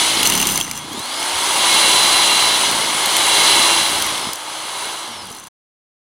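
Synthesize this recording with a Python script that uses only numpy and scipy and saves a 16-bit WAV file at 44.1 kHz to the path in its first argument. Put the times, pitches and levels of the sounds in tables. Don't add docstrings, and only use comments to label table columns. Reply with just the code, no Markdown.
import sys
import numpy as np
from scipy import signal
from scipy.fft import rfft, irfft
from scipy.io import wavfile

SR = 44100
rng = np.random.default_rng(int(sys.argv[2]) if len(sys.argv) > 2 else 0)


def wav_record(signal):
    frames = np.transpose(np.atleast_2d(signal))
    bounded = np.clip(frames, -1, 1)
    quanta = np.round(bounded * 32767).astype(np.int16)
    wavfile.write(sys.argv[1], SR, quanta)


def amplitude_ratio(level_db):
    exponent = np.asarray(level_db, float) / 20
    return 10 ** exponent


N = 266672

PADDLES_PER_TURN = 0.18
FREE_HZ = 336.4
LOUD_DB = -14


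def rms_one(x):
    return x / np.sqrt(np.mean(x ** 2) + 1e-20)


def in_time(rows):
    s, *columns = np.transpose(rows)
    return [np.interp(np.arange(N) / SR, s, column) for column in columns]


def at_hz(points, hz):
    point_hz, value = np.array(points)[:, 0], np.array(points)[:, 1]
    return np.interp(np.log(hz), np.log(point_hz), value)


def drift(rate):
    r = np.exp(-80 * np.pi * rate / SR)
    steps = rng.standard_normal(N // 40 + 2002)
    slow = signal.lfilter([1], [1, -2 * r, r * r], steps)[2000:]
    return np.interp(np.arange(N) / 40, np.arange(len(slow)), rms_one(slow))


def bouts(rows, rise, fall, rest_db):
    t = np.arange(N) / SR
    for start, end, db in rows:
        below_db = np.maximum(np.maximum(rise * (start - t), fall * (t - end)), 0)
        rest_db = np.maximum(rest_db, db - below_db)
    return rest_db


def ring(clicks, hz, t60):
    r, w = amplitude_ratio(-60 / (t60 * SR)), 2 * np.pi * hz / SR
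    return signal.lfilter([0, np.sin(w)], [1, -2 * r * np.cos(w), r * r], clicks + 1e-18)


# (frequency [Hz], likeness [0-1])
LIKENESS = [(50, .8), (150, .8), (300, .95), (550, .993), (1000, .955), (2000, .989), (8000, .987),
            (14000, .995)]


def coloured(spectrum, peaks, low_hz, high_hz, patchy_db):
    hz = np.arange(N // 2 + 1) * SR / N + 1e-3
    db = at_hz(spectrum, hz)
    for peak_hz, width_hz, peak_db in peaks:
        db = db + peak_db / (1 + (2 * (hz - peak_hz) / width_hz) ** 2)
    alike = np.clip(at_hz(LIKENESS, hz), 0, 1)
    mid, side = rfft(rng.standard_normal((2, N))) * amplitude_ratio(db)
    pair = np.sqrt(1 + alike) * mid + np.sqrt(1 - alike) * side * [[1], [-1]]
    octave, out = np.log2(hz / low_hz), 0
    together = drift(24)
    for k in range(int(2 * np.log2(high_hz / low_hz)) + 1):
        share = np.cos(np.pi / 2 * np.clip(2 * octave - k, -1, 1))
        band = irfft(pair * share ** 2, N)
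        out = out + amplitude_ratio(patchy_db * (0.48 * together + drift(25))) * band
    return rms_one(out)


# (frequency [Hz], density [dB per Hz])
WIND = [(12, -45), (20, -14), (32, -12.5), (48, -7.5), (110, 3), (140, -31), (240, -120)]
# (time [s], level [dB])
GUSTS = [(.32, -53), (.84, -48), (1.37, -47.5), (1.57, -48), (1.89, -45.5), (2.15, -42.5), (2.33, -49),
         (4.0, -38), (4.3, -50), (4.79, -59), (5.27, -51)]


def wind(air_db):
    breeze_db = -63 + 0.55 * (air_db - LOUD_DB)
    gust_db = bouts([(s, s, db) for s, db in GUSTS], 90.5, 131, breeze_db)
    return amplitude_ratio(gust_db - 2.5) * coloured(WIND, [], 22, 90, patchy_db=4.0)


# (time [s], level [dB])
AIRFLOW = [(0, -16.5), (.1, -17.5), (.38, -22.5), (.59, -26), (.63, -34), (.82, -36.5), (1.25, -24),
           (1.5, -19.5), (1.76, -15), (2.5, -17), (2.9, -21), (3.47, -14.5), (3.72, -16.5), (4.29, -27),
           (4.35, -32.5), (4.85, -27.5), (5.3, -38.5), (5.49, -47)]


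def airflow():
    return in_time(AIRFLOW)[0]


# (time [s], shaft speed it would take away [Hz])
DRAG = [(0, 15), (.09, 14), (.26, 259), (.41, 161), (.72, 210), (.92, 88), (.99, 0), (2.3, 0), (2.62, 21),
        (2.77, 70), (2.97, 0), (3.7, 0), (4.07, 38), (4.25, 103), (4.34, 0), (5.01, 2), (5.27, 196),
        (5.5, 226)]


def load():
    inertia_s, full_bite_hz = 0.238, 91
    drag_hz, = in_time(DRAG)
    keep = np.exp(-1 / (inertia_s * SR))
    lost_hz = signal.lfilter([1 - keep], [1, -keep], drag_hz, zi=[drag_hz[0]])[0]
    shaft_hz = FREE_HZ - lost_hz
    turns = np.cumsum(shaft_hz * (1 + 0.001 * drift(30))) / SR
    return shaft_hz, np.tanh(drag_hz / full_bite_hz), turns


# (time [s], peak level [dB], knock pitch [Hz], crack over peak [dB])
LUMPS = [(0.2305, -1, 2820, -16.5), (0.2546, -2.5, 2820, -21.5), (0.2585, -2, 4330, -24),
         (0.2642, 0, 4350, -22), (0.2724, -6, 6050, -11), (0.2993, -4.5, 6230, -13.5),
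         (0.322, -1.5, 2830, -26.5), (0.3374, -6.5, 2820, -18.5), (0.3519, -6.5, 6160, -14.5),
         (0.3758, -9, 6130, -14.5), (0.4015, -6, 2820, -20), (0.4144, -4.5, 8940, -20),
         (0.4267, -1, 2790, -23), (0.4542, -5, 3180, -23), (0.4706, -3.5, 9170, -17.5),
         (0.4893, -5.5, 2840, -21), (0.517, -15.5, 9500, -21), (0.5587, -12, 6180, -17),
         (0.5758, -8, 2230, -12), (0.601, -11.5, 2790, -14), (0.6116, 1.5, 3260, -33),
         (0.6267, -12.5, 6200, -23), (0.6476, -17, 6170, -28), (0.6784, -14.5, 2000, -28),
         (0.7126, -10, 2330, -16), (0.7755, -14, 6000, -21), (0.9311, -19, 3480, -19),
         (0.9929, -18, 3900, -18), (1.057, -22, 9000, -17), (1.228, -6.5, 3150, -27.5)]
LATE_LUMPS = [(2.115, -16, 4030, -20), (2.7122, -8, 3190, -17), (3.0592, -6, 4070, -17),
              (3.167, -2, 3380, -20), (3.8709, -13, 3990, -22), (4.023, -4, 3340, -19),
              (4.0644, -9.5, 10100, -20), (4.1794, -11, 3520, -25), (4.333, -17, 5100, -14),
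              (4.3335, -12, 14500, -18), (4.3568, -19, 5990, -16), (5.2545, -23, 10700, -22),
              (5.2704, -23, 10700, -22), (5.3016, -25, 10400, -18), (5.3158, -21, 10600, -22),
              (5.3264, -22, 6010, -22), (5.349, -22, 10600, -21), (5.3652, -22, 4120, -24),
              (5.3704, -20, 10700, -23), (5.3852, -22, 6110, -22), (5.3984, -23, 10500, -19),
              (5.439, -26, 6090, -21), (5.4704, -27, 10500, -16)]
# (start [s], end [s], level [dB], ring of the thin upper chute [dB])
GRIT = [
    (.25, .55, -24, 0),
    (.6, 0.775, -32, -10),
    (.88, 1.06, -45, -8),
    (3.87, 4.06, -33.5, -2),
    (5.305, 5.5, -44.5, -14),
]
# (frequency [Hz], level [dB], decay t60 [s])
CHUTE = [(2820, -6, 0.027), (4370, -10.5, .012), (6050, -18, 0.0203), (6196, -1.5, .025), (7360, -3, .012),
         (8200, -11, .006), (9000, -2.5, 0.007), (9530, 2.5, .008), (10400, -5.5, 0.0076),
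         (11500, -3.5, 0.014), (14200, -3.5, 0.009), (15200, -14, .006)]


def ice(air_db):
    lumps = np.array(list(LUMPS) + list(LATE_LUMPS))
    at = np.round(lumps[:, 0] * SR).astype(int)
    ring_db = np.repeat([-6, -15], [len(LUMPS), len(LATE_LUMPS)])

    stray_db, thin_rest_db = air_db - 28.5, -12.5
    grit_db = bouts([row[:3] for row in GRIT], 151.5, 150, stray_db)
    thin_db = bouts([(start, end, db) for start, end, _, db in GRIT], 151.5, 150, thin_rest_db)
    hits = rng.random(N) < 900 / SR
    grit = hits * amplitude_ratio(grit_db + 3.5 * np.minimum(rng.exponential(1, N), 4))

    out = np.zeros(N)
    spread = rng.standard_normal((len(at), len(CHUTE)))
    for k, (hz, level_db, t60) in enumerate(CHUTE):
        clicks = grit * amplitude_ratio(4.0 * rng.standard_normal(N))
        clicks[at] += amplitude_ratio(lumps[:, 1] + ring_db + 3.4 * spread[:, k])
        upper_db = thin_db * (hz > 11000)
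        out += amplitude_ratio(level_db - 10.0 + upper_db) * ring(clicks, hz, t60)

    t = np.arange(400) / SR
    burst = rng.standard_normal((len(at), 400))
    brittle = signal.butter(1, [5000, 12000], "band", fs=SR)
    for i, (_, peak_db, hz, crack_db), noise in zip(at, lumps, burst):
        crack = amplitude_ratio(crack_db + 16) * signal.lfilter(*brittle, noise) * np.exp(-t / 0.0024)
        knock = 0.5 * np.sin(2 * np.pi * hz * t) * np.minimum(t / 0.00035, 1) * np.exp(-t / 0.002)
        out[i:i + 400] += amplitude_ratio(peak_db) * (crack + knock)
    out += 1.6 * signal.lfilter(*brittle, grit)
    return out + 0.07 * np.roll(out, 37) * [[1], [-1]]


# (frequency [Hz], density [dB per Hz])
AIR = [(180, -39.5), (300, -14), (406, -13.5), (459, -12), (964, -7), (1770, -3.5), (2170, -5), (2390, -5),
       (2780, -4), (3760, 0.5), (4030, 1), (5450, -12), (8000, 0.5), (10400, -43), (17600, -120)]
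# (frequency [Hz], density [dB per Hz])
SPRAY = [(7000, -4), (7530, -1.5), (7850, -3.5), (10100, -0.5), (11000, -6), (11900, -16), (13500, -17),
         (15100, -16.5), (16200, -20.5)]
# (frequency [Hz], density [dB per Hz])
THUD = [(60, -25), (100, -5), (150, -7.5), (220, 0.5), (340, 1.5), (480, -3.5), (650, -14)]
# (frequency [Hz], width [Hz], level [dB])
HOUSING = [(570, 55, 3.5), (890, 290, 3.5), (2060, 80, 1.5), (2169, 48, 7.5), (2790, 22, -1),
           (3060, 100, 1), (3386, 140, 5), (3880, 340, -6), (4550, 57, 5), (4960, 110, -1),
           (6145, 120, 3.5), (7200, 45, 0.5), (7420, 350, -5.5), (5400, 280, 3.5), (8700, 87, 3),
           (9980, 180, 1.5), (1430, 320, -2.5), (1800, 250, -6.5)]
# (time [s], level [dB])
THUMPS = [(.57, -32), (.72, -39.5), (.88, -34.5), (.94, -32), (.985, -29.5), (1.56, -36), (2.85, -31),
          (3.92, -34), (4.0, -35), (4.27, -33.5), (4.86, -41), (5.31, -38)]


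def rush(turns, bite, air_db):
    boom_db = -5.5 + 0.24 * (LOUD_DB - air_db)
    tipped = np.clip((0.2 - np.arange(N) / SR) / 0.083 + 1, 0, 1)
    boom_db = boom_db - 3 * tipped
    hiss_db = -3.5 - 1.5 * bite
    thud_rest_db = air_db - 22 + 11 * bite
    thud_db = bouts([(s, s, db) for s, db in THUMPS], 200, 400, thud_rest_db) - air_db
    paddle = np.cos(2 * np.pi * (PADDLES_PER_TURN * turns + 0.049 * drift(7.2)))

    boom = amplitude_ratio(boom_db) * coloured(AIR, HOUSING, 373, 1500, patchy_db=0.0)
    air = coloured(AIR, HOUSING, 1900, 7500, patchy_db=0.73)
    hiss = amplitude_ratio(hiss_db) * coloured(SPRAY, HOUSING, 6690, 16000, patchy_db=0.72)
    thud = amplitude_ratio(thud_db + 8.6 * paddle) * coloured(THUD, [], 75, 500, patchy_db=1.5)
    return amplitude_ratio(air_db) * (amplitude_ratio(0.38 * paddle) * (boom + air + hiss) + 0.82 * thud)


# (time [s], pitch [Hz], level [dB])
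SQUEAL = [
    (0, 3400, -90),
    (.7, 3400, -70),
    (.74, 3370, -42),
    (.8, 3290, -39),
    (.86, 3400, -41),
    (.91, 3550, -50),
    (.95, 3600, -90),
]


def belt():
    hz, db = in_time(SQUEAL)
    cycles = np.cumsum(hz * (1 + 0.0033 * drift(40))) / SR
    return np.sqrt(2) * amplitude_ratio(db) * np.sin(2 * np.pi * cycles)


# (multiple of shaft speed, level [dB])
HUM_ORDERS = [(.18, -18.5), (.42, -12), (1, 2), (1.225, 2), (1.7, -1.5), (2, -3), (2.45, 0.5), (3, 5),
              (24, -10.5)]
# (harmonic of paddle rate, level [dB])
BEAT = [(2, -14), (3, -4), (4, -7), (5, 0), (6, 0), (7, -4), (8, -1), (9, -2), (10, -1), (11, -3)]
# (shaft speed [Hz], level over air [dB])
BLADE_BLOOM = [(150, -28), (310, -32), (322, -16.5), (327, -9.5), (333, -7), (337, -5)]
# (start [s], end [s], level [dB])
SLOT_HEARD = [
    (.92, 1.37, -38),
    (4.04, 4.28, -38.5),
    (5.13, 5.25, -43),
]
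# (harmonic of paddle rate, level [dB])
GROAN_ORDERS = [(2, -8), (4, 0)]
# (start [s], end [s], level [dB])
GROANS = [
    (.12, .2, -43),
    (5.1, 5.27, -49),
]


def motor(shaft_hz, bite, turns, air_db):
    blade_db = air_db + 0.2 * (air_db - LOUD_DB) + np.interp(shaft_hz, *np.transpose(BLADE_BLOOM))
    slot_db = bouts(SLOT_HEARD, 350, 350, air_db - 30)
    groan_db = bouts(GROANS, 250, 250, air_db - 45)
    hum_db = air_db - 23.5 + 0.12 * (LOUD_DB - air_db) - 6 * bite
    bogged = np.tanh((1 - shaft_hz / FREE_HZ) / 0.31)
    beat_db = air_db - 36 + 24 * np.minimum(bite, bogged)

    def tone(order, db, waver_db, wavers_per_s=10):
        level = np.sqrt(2) * amplitude_ratio(db + waver_db * drift(wavers_per_s))
        return level * np.sin(2 * np.pi * (order * turns + rng.random()))

    hum = sum(tone(order, hum_db + db, waver_db=2.2, wavers_per_s=3) for order, db in HUM_ORDERS)
    beat = sum(tone(k * PADDLES_PER_TURN, beat_db + db, waver_db=2.0) for k, db in BEAT)
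    groan = sum(tone(k * PADDLES_PER_TURN, groan_db + db, waver_db=2.5) for k, db in GROAN_ORDERS)
    blades = tone(12, blade_db, waver_db=0.8)
    slots = tone(18, slot_db, waver_db=1.2) + tone(36, slot_db - 9, waver_db=3.0)
    gap = ring(rng.standard_normal(N), hz=2777, t60=0.16)
    whistle = amplitude_ratio(blade_db - 4.5) * rms_one(gap)
    return blades + slots + groan + hum + beat + whistle


def scene():
    air_db = airflow()
    shaft_hz, bite, turns = load()
    whine = motor(shaft_hz, bite, turns, air_db) + belt()
    dry = rush(turns, bite, air_db) + whine * amplitude_ratio([[-0.2], [0.2]]) + ice(air_db)
    echo_s, echo_gain = 0.001, 0.24
    lag = round(echo_s * SR)
    dry[:, lag:] += echo_gain * dry[:, :-lag]
    return dry / np.sqrt(1 + echo_gain ** 2) + wind(air_db)


def roll_off(x):
    return signal.sosfilt(signal.butter(12, 16500, fs=SR, output="sos"), x)


def record(dry):
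    rounded = 1.3 * np.tanh(dry / 1.3)
    dull = signal.sosfilt(signal.cheby2(20, 40, 16120, fs=SR, output="sos"), rounded)
    gate = np.clip((5.486 - np.arange(N) / SR) / 0.007, 0, 1)
    return roll_off(dull * gate)


dry = scene()
out = record(dry)
wav_record(out)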